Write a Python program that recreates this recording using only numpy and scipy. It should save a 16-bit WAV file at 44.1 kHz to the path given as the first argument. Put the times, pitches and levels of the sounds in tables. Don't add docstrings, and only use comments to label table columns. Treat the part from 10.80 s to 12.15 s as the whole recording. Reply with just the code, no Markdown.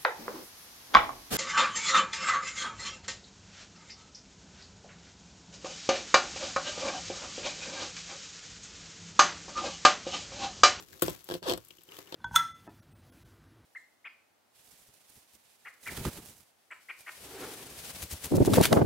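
import sys
import numpy as np
from scipy import signal
from scipy.fft import rfft, irfft, next_fast_len
from scipy.io import wavfile

SR = 44100
rng = np.random.default_rng(int(sys.argv[2]) if len(sys.argv) > 2 else 0)


def to_wav(s):
    ch = np.atleast_2d(s).T
    pcm = np.round(np.clip(ch, -1, 1) * 32767)
    wavfile.write(sys.argv[1], SR, pcm.astype(np.int16))


N = 59535
TIME = np.arange(N) / SR

# time_s, level_db
BRUSH_LEVEL = [(0, -55), (.07, -61.5), (.15, -54.5), (.21, -53.5), (.25, -41), (.31, -45.5), (.37, -53),
               (.46, -61), (.54, -45.5), (.61, -69.5), (.72, -53), (.82, -61.5), (.95, -62.5),
               (1.07, -62.5), (1.13, -55), (1.20, -54.5), (1.25, -61), (1.35, -57)]
# frequency_hz, gain_db
LEAF_SPECTRUM = [(300, -2.5), (1000, 0), (1300, 0.5), (1750, -1.5), (2300, -1.5), (3000, 1), (4500, 0),
                 (6000, 0), (7800, -1.5), (9300, -6.5), (12000, 0.5), (16000, -3.5)]
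LEAF_PLACE = (5.2, 0.067)


def from_db(db):
    return 10 ** (np.asarray(db) / 20)


def rms_one(x):
    return x / np.sqrt(np.mean(x ** 2) + 1e-20)


def level(curve):
    return from_db(np.interp(TIME, *np.transpose(curve)))


def pan(db):
    return rms_one(from_db([[db / 2], [-db / 2]]))


def delayed(x, delay_s):
    return np.interp(TIME - delay_s, TIME, x, left=0)


def noise(place):
    balance_db, likeness = place
    mid, side = rng.standard_normal((2, N))
    shared = np.sqrt(1 + likeness) * mid
    opposed = np.sqrt(1 - likeness) * side * [[1], [-1]]
    return pan(balance_db) * rms_one(shared + opposed)


def colour(x, points):
    size = 2 * next_fast_len(N)
    hz, db = np.transpose(points)
    bin_hz = np.arange(size // 2 + 1) * SR / size
    gain = rms_one(from_db(np.interp(np.log(bin_hz + 1), np.log(hz), db)))
    cepstrum = irfft(np.log(gain))[:size // 2]
    cepstrum[1:] *= 2
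    response = np.exp(rfft(cepstrum, size))
    return irfft(rfft(x, size) * response)[..., :N]


def dull(x, cutoff_hz):
    return signal.sosfilt(signal.butter(1, cutoff_hz, fs=SR, output="sos"), x)


def ring(x, hz, t60_s):
    radius = from_db(-60 / (t60_s * SR))
    poles = [1, -2 * radius * np.cos(2 * np.pi * hz / SR), radius * radius]
    return signal.lfilter([.5, 0, -.5], poles, x + 1e-18)


def burst(start_s, rise_s, fall_s):
    age = TIME - start_s
    return np.clip(age / rise_s, 0, 1) * np.exp(-np.maximum(age - rise_s, 0) / fall_s)


def push(middle_s, contact_s):
    phase = np.clip((TIME - middle_s) / contact_s, -.5, .5)
    pulse = np.cos(np.pi * phase) ** 2
    return pulse / (pulse.sum() + 1e-9)


def still_air():
    # frequency_hz, gain_db
    air_spectrum = [(22, -22), (55, 3), (140, -11), (240, -14), (335, -11), (600, -17), (1100, -9),
                    (1700, -20), (3000, -7), (9500, -15), (13000, -11), (16000, -11)]
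    return from_db(-73) * colour(noise((2.4, 0.13)), air_spectrum)


def plant_shake():
    # time_s, level_db
    shake_level = [(0, -51), (.07, -69), (.15, -56), (.21, -74), (.24, -39.5), (.315, -44.5), (.39, -65),
                   (.475, -72.5), (.535, -45.5), (.60, -67), (.64, -54), (.69, -57), (.745, -45),
                   (.785, -52), (.83, -71.5), (1.0, -72.5), (1.08, -75), (1.2, -63), (1.26, -71),
                   (1.35, -76)]
    # frequency_hz, gain_db
    rumble_spectrum = [(22, -27), (33, -15), (50, 6.5), (70, -2.5), (105, -0.5), (180, -1.5), (240, -6.5),
                       (340, 3), (600, -17), (1500, -44.5), (6000, -77)]
    return level(shake_level) * colour(noise((0, 0.26)), rumble_spectrum)


def rustle():
    grains_per_s, spread_db, fall_s, hiss_db = 1100, 4, 0.0012, -7.5
    strengths = from_db(spread_db * np.minimum(rng.exponential(1, N), 4))
    catches = strengths * (rng.random(N) < grains_per_s / SR)
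    decay = np.exp(-1 / (fall_s * SR))
    grains = rms_one(signal.lfilter([1], [1, -decay], catches + 1e-18))
    envelope = level(BRUSH_LEVEL) * rms_one(grains + from_db(hiss_db))
    return colour(envelope * noise(LEAF_PLACE), LEAF_SPECTRUM)


def leaf_slides():
    # middle_s, half_length_s, level_db
    slides = [(0.003, 0.042, -60.5), (.15, 0.028, -66), (0.32, 0.022, -56), (1.13, 0.043, -57),
              (1.213, .022, -57.5), (1.294, 0.044, -59)]
    # frequency_hz, gain_db
    slide_spectrum = [(120, -5), (250, -12), (400, 8.5), (640, -6), (900, -1), (1400, -3), (2100, -3.5),
                      (3000, -11), (6000, -22), (16000, -43)]
    envelope = sum(from_db(db) * np.exp(-((TIME - s) / half) ** 2) for s, half, db in slides)
    return envelope * colour(noise((6, 0.38)), slide_spectrum)


def leaf_ticks():
    # start_s, tick_db, ring_db, pitch_hz
    flicks = [(.001, -48, -54.5, 960), (0.024, -44.5, -73, 2850), (0.085, -51, -67, 4120),
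              (0.1292, -47, -49.5, 1640), (0.349, -44, -68, 3460), (.906, -52, -46, 2900),
              (0.984, -74, -55, 3000), (1.089, -56, -51, 3100), (1.120, -61, -45.5, 2830),
              (1.143, -50, -58, 3130), (1.167, -45, -51.5, 3270), (1.1882, -39, -50, 950),
              (1.272, -52, -55, 2940)]
    rise_s, fall_s, t60_s = 0.00065, 0.0034, 0.011
    out, grit = 0, noise(LEAF_PLACE)
    for start_s, tick_db, ring_db, hz in flicks:
        tick = burst(start_s, rise_s, fall_s) * grit
        tone = tick.std() * rms_one(ring(tick, hz, t60_s))
        out = out + from_db(tick_db) * tick + from_db(ring_db) * tone
    return colour(out, LEAF_SPECTRUM)


def fruit(force):
    # frequency_hz, level_db, t60_s
    modes = [(114, -26, 0.3), (180.8, -20.5, .09), (261, -24, 0.029), (299.4, -19.5, 0.086),
             (358.3, -6.5, 0.067), (394.6, -6.5, 0.036), (481, -9.5, 0.028), (516.7, -10.5, 0.059),
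             (610, -16, 0.0059), (683, -23, 0.046), (730, -41, 0.051), (972, -7.5, 0.023),
             (1280, -12, 0.011), (1680, -6, 0.0061)]
    echo_s, echo_db, echo_cutoff_hz = 0.005974, -9, 1300
    knock = sum(from_db(db) * ring(force, hz, t60_s) for hz, db, t60_s in modes)
    knock = knock + from_db(echo_db) * dull(delayed(knock, echo_s), echo_cutoff_hz)
    return pan(-2.7) * np.array([delayed(knock, 0.00027), knock])


def handling():
    # middle_s, level_db
    bumps = [(.001, -47), (.909, -48), (.987, -48.5), (1.087, -45), (1.275, -49)]
    contact_s, rub_db = 0.0025, -35.5
    bumping = sum(from_db(db) * push(s, contact_s) for s, db in bumps)
    rubbing = from_db(rub_db) * level(BRUSH_LEVEL) * rng.standard_normal(N)
    return fruit(bumping + rubbing)


def greenhouse(x):
    tail_db, t60_s, cutoff_hz, delay_s = -16, 0.13, 3800, 0.0024
    envelope = burst(delay_s, delay_s, t60_s / np.log(1000))
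    tail = dull(rng.standard_normal((2, N)), cutoff_hz) * envelope
    return from_db(tail_db) * signal.fftconvolve(x, rms_one(tail) / np.sqrt(N), axes=1)[:, :N]


def tears():
    # start_s, level_db, fall_s, lower_edge_hz
    breaks = [(0.2208, -17, 0.0031, 1100), (0.2225, -26.5, 0.0071, 1000), (0.233, -32.5, 0.0046, 2220),
              (.2405, -40, 0.0019, 2480), (0.272, -37.5, 0.0059, 5000), (0.2988, -32, 0.0021, 3500),
              (0.442, -41.5, 0.004, 5000), (.4890, -38, .002, 699), (.5430, -34.5, 0.00057, 3000),
              (.7750, -39, 0.0037, 900), (.8490, -47, 0.0035, 5000), (0.8842, -46.5, 0.0037, 4500),
              (1.0349, -48, 0.0031, 5000)]
    # frequency_hz, gain_db
    tear_spectrum = [(400, -15), (1400, 6.5), (2200, -5.5), (3300, -4), (5000, -11.5), (6400, -10.5),
                     (7800, 2.5), (9200, -3), (10800, 0.5), (13200, 6), (14200, 3), (16000, -7.5)]
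    rise_s = 0.00023
    out, grit = 0, noise((9.1, 0.071))
    for start_s, db, fall_s, edge_hz in breaks:
        high_pass = signal.butter(2, edge_hz, "high", fs=SR, output="sos")
        tear = from_db(db) * burst(start_s, rise_s, fall_s) * grit
        out = out + signal.sosfilt(high_pass, tear + 1e-18)
    return colour(out, tear_spectrum)


def stalk():
    # knock_middle_s, knock_db, crack_db, contact_s
    single_slips = [(.2239, -15.5, -30, 0.0016), (.2298, -29, -31.5, 0.0012), (.2324, -29, -33.5, 0.0014),
                    (.2823, -22.5, -29.5, 0.00074), (.2872, -31.5, -58, 0.0011), (.4897, -38, -36, 0.00036),
                    (.5010, -31, -36, 0.00062), (.5122, -29.5, -32, 0.00079), (.5208, -28, -35, 0.00054),
                    (.5405, -25, -31, 0.002), (.5520, -27.5, -37, 0.0013), (.6235, -38.5, -56, 0.0016),
                    (.6284, -40.5, -37, 0.00045), (.6845, -46, -30.5, .0007), (.6975, -26.5, -25, 0.001),
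                    (.7020, -25, -30, 0.0005), (.7062, -27, -26.5, .0007), (.7140, -24, -28, 0.00057),
                    (.7225, -23.5, -27.5, 0.00082), (.7368, -27.5, -28.5, 0.00027),
                    (.7603, -34, -58, 0.0027), (.7768, -37, -40, 0.00075), (1.1872, -44, -46, 0.0003),
                    (1.3248, -36.5, -34.5, 0.00025), (1.3440, -34, -32.5, 0.00025)]
    # frequency_hz, gain_db
    crack_spectrum = [(300, -4), (900, 4.5), (1500, -3.5), (2150, -10.5), (2700, -2.5), (3350, -1.5),
                      (3900, 0), (4700, 2), (6300, -4.5), (7700, -7.5), (9400, -10.5), (12500, -1.5),
                      (16000, -14.5)]
    # frequency_hz, level_db, t60_s
    stalk_modes = [(1603, -13.5, 0.016), (3107, -12.5, 0.043), (3300, -7.5, 0.032), (3556, -8.5, 0.017),
                   (4360, -16, 0.019), (5240, -27, 0.03), (7620, -13.5, 0.011)]
    lead_s, rise_s, fall_s = 0.0012, .0006, 0.0019
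    tail_db, tail_fall_s = -8, .008
    crisp_db, weak_cutoff_hz = -32, 3270
    direct_db = 0.5

    slips = list(single_slips) + twist_slips()
    force = sum(from_db(db) * push(s, contact_s) for s, db, _, contact_s in slips)
    power = 0
    for s, _, db, _ in slips:
        crack = burst(s - lead_s, rise_s, fall_s)
        tail = from_db(tail_db) * burst(s - lead_s, rise_s, tail_fall_s)
        power = power + from_db(db) ** 2 * (crack ** 2 + tail ** 2)
    envelope = np.sqrt(power)

    fibres = noise((7.1, 0.1))
    crisp = envelope / (envelope + from_db(crisp_db))
    crackle = envelope * (crisp * fibres + (1 - crisp) * dull(fibres, weak_cutoff_hz))
    direct = from_db(direct_db) * colour(crackle, crack_spectrum)
    tones = sum(from_db(db) * rms_one(ring(crackle, hz, t60_s)) for hz, db, t60_s in stalk_modes)
    return fruit(force) + direct + crackle.std() * tones


def twist_slips():
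    # time_s, slips_per_s, knock_db, crack_db
    twist = [(.629, 1300, -50, -50), (.645, 950, -49.5, -45.5), (.656, 703, -39, -45.5),
             (.666, 520, -34, -40), (0.675, 380, -37, -36.5), (.686, 290, -31, -31.5),
             (0.697, 242, -27.5, -31.5)]
    jitter, spread_db, contact_s = 0.0633, 1.6, 0.00066
    s, rate, knock_db, crack_db = np.transpose(twist)
    rows, now = [], s[0]
    for late, strong in rng.standard_normal((128, 2)):
        if now < s[-1]:
            extra_db = spread_db * strong
            knock = np.interp(now, s, knock_db) + extra_db
            crack = np.interp(now, s, crack_db) + extra_db
            rows.append((now, knock, crack, contact_s))
            now += np.exp(jitter * late) / np.interp(now, s, rate)
    return rows


def scene():
    plant = rustle() + leaf_slides() + leaf_ticks() + handling() + tears() + stalk()
    return plant + greenhouse(plant) + plant_shake() + still_air()


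def record(dry):
    low_cut_hz, top_cut_hz = 52, 15750
    high_pass = signal.butter(4, low_cut_hz, "high", fs=SR, output="sos")
    low_pass = signal.ellip(10, .1, 80, top_cut_hz, fs=SR, output="sos")
    return signal.sosfilt(low_pass, signal.sosfilt(high_pass, dry))


dry = scene()
out = record(dry)
to_wav(out)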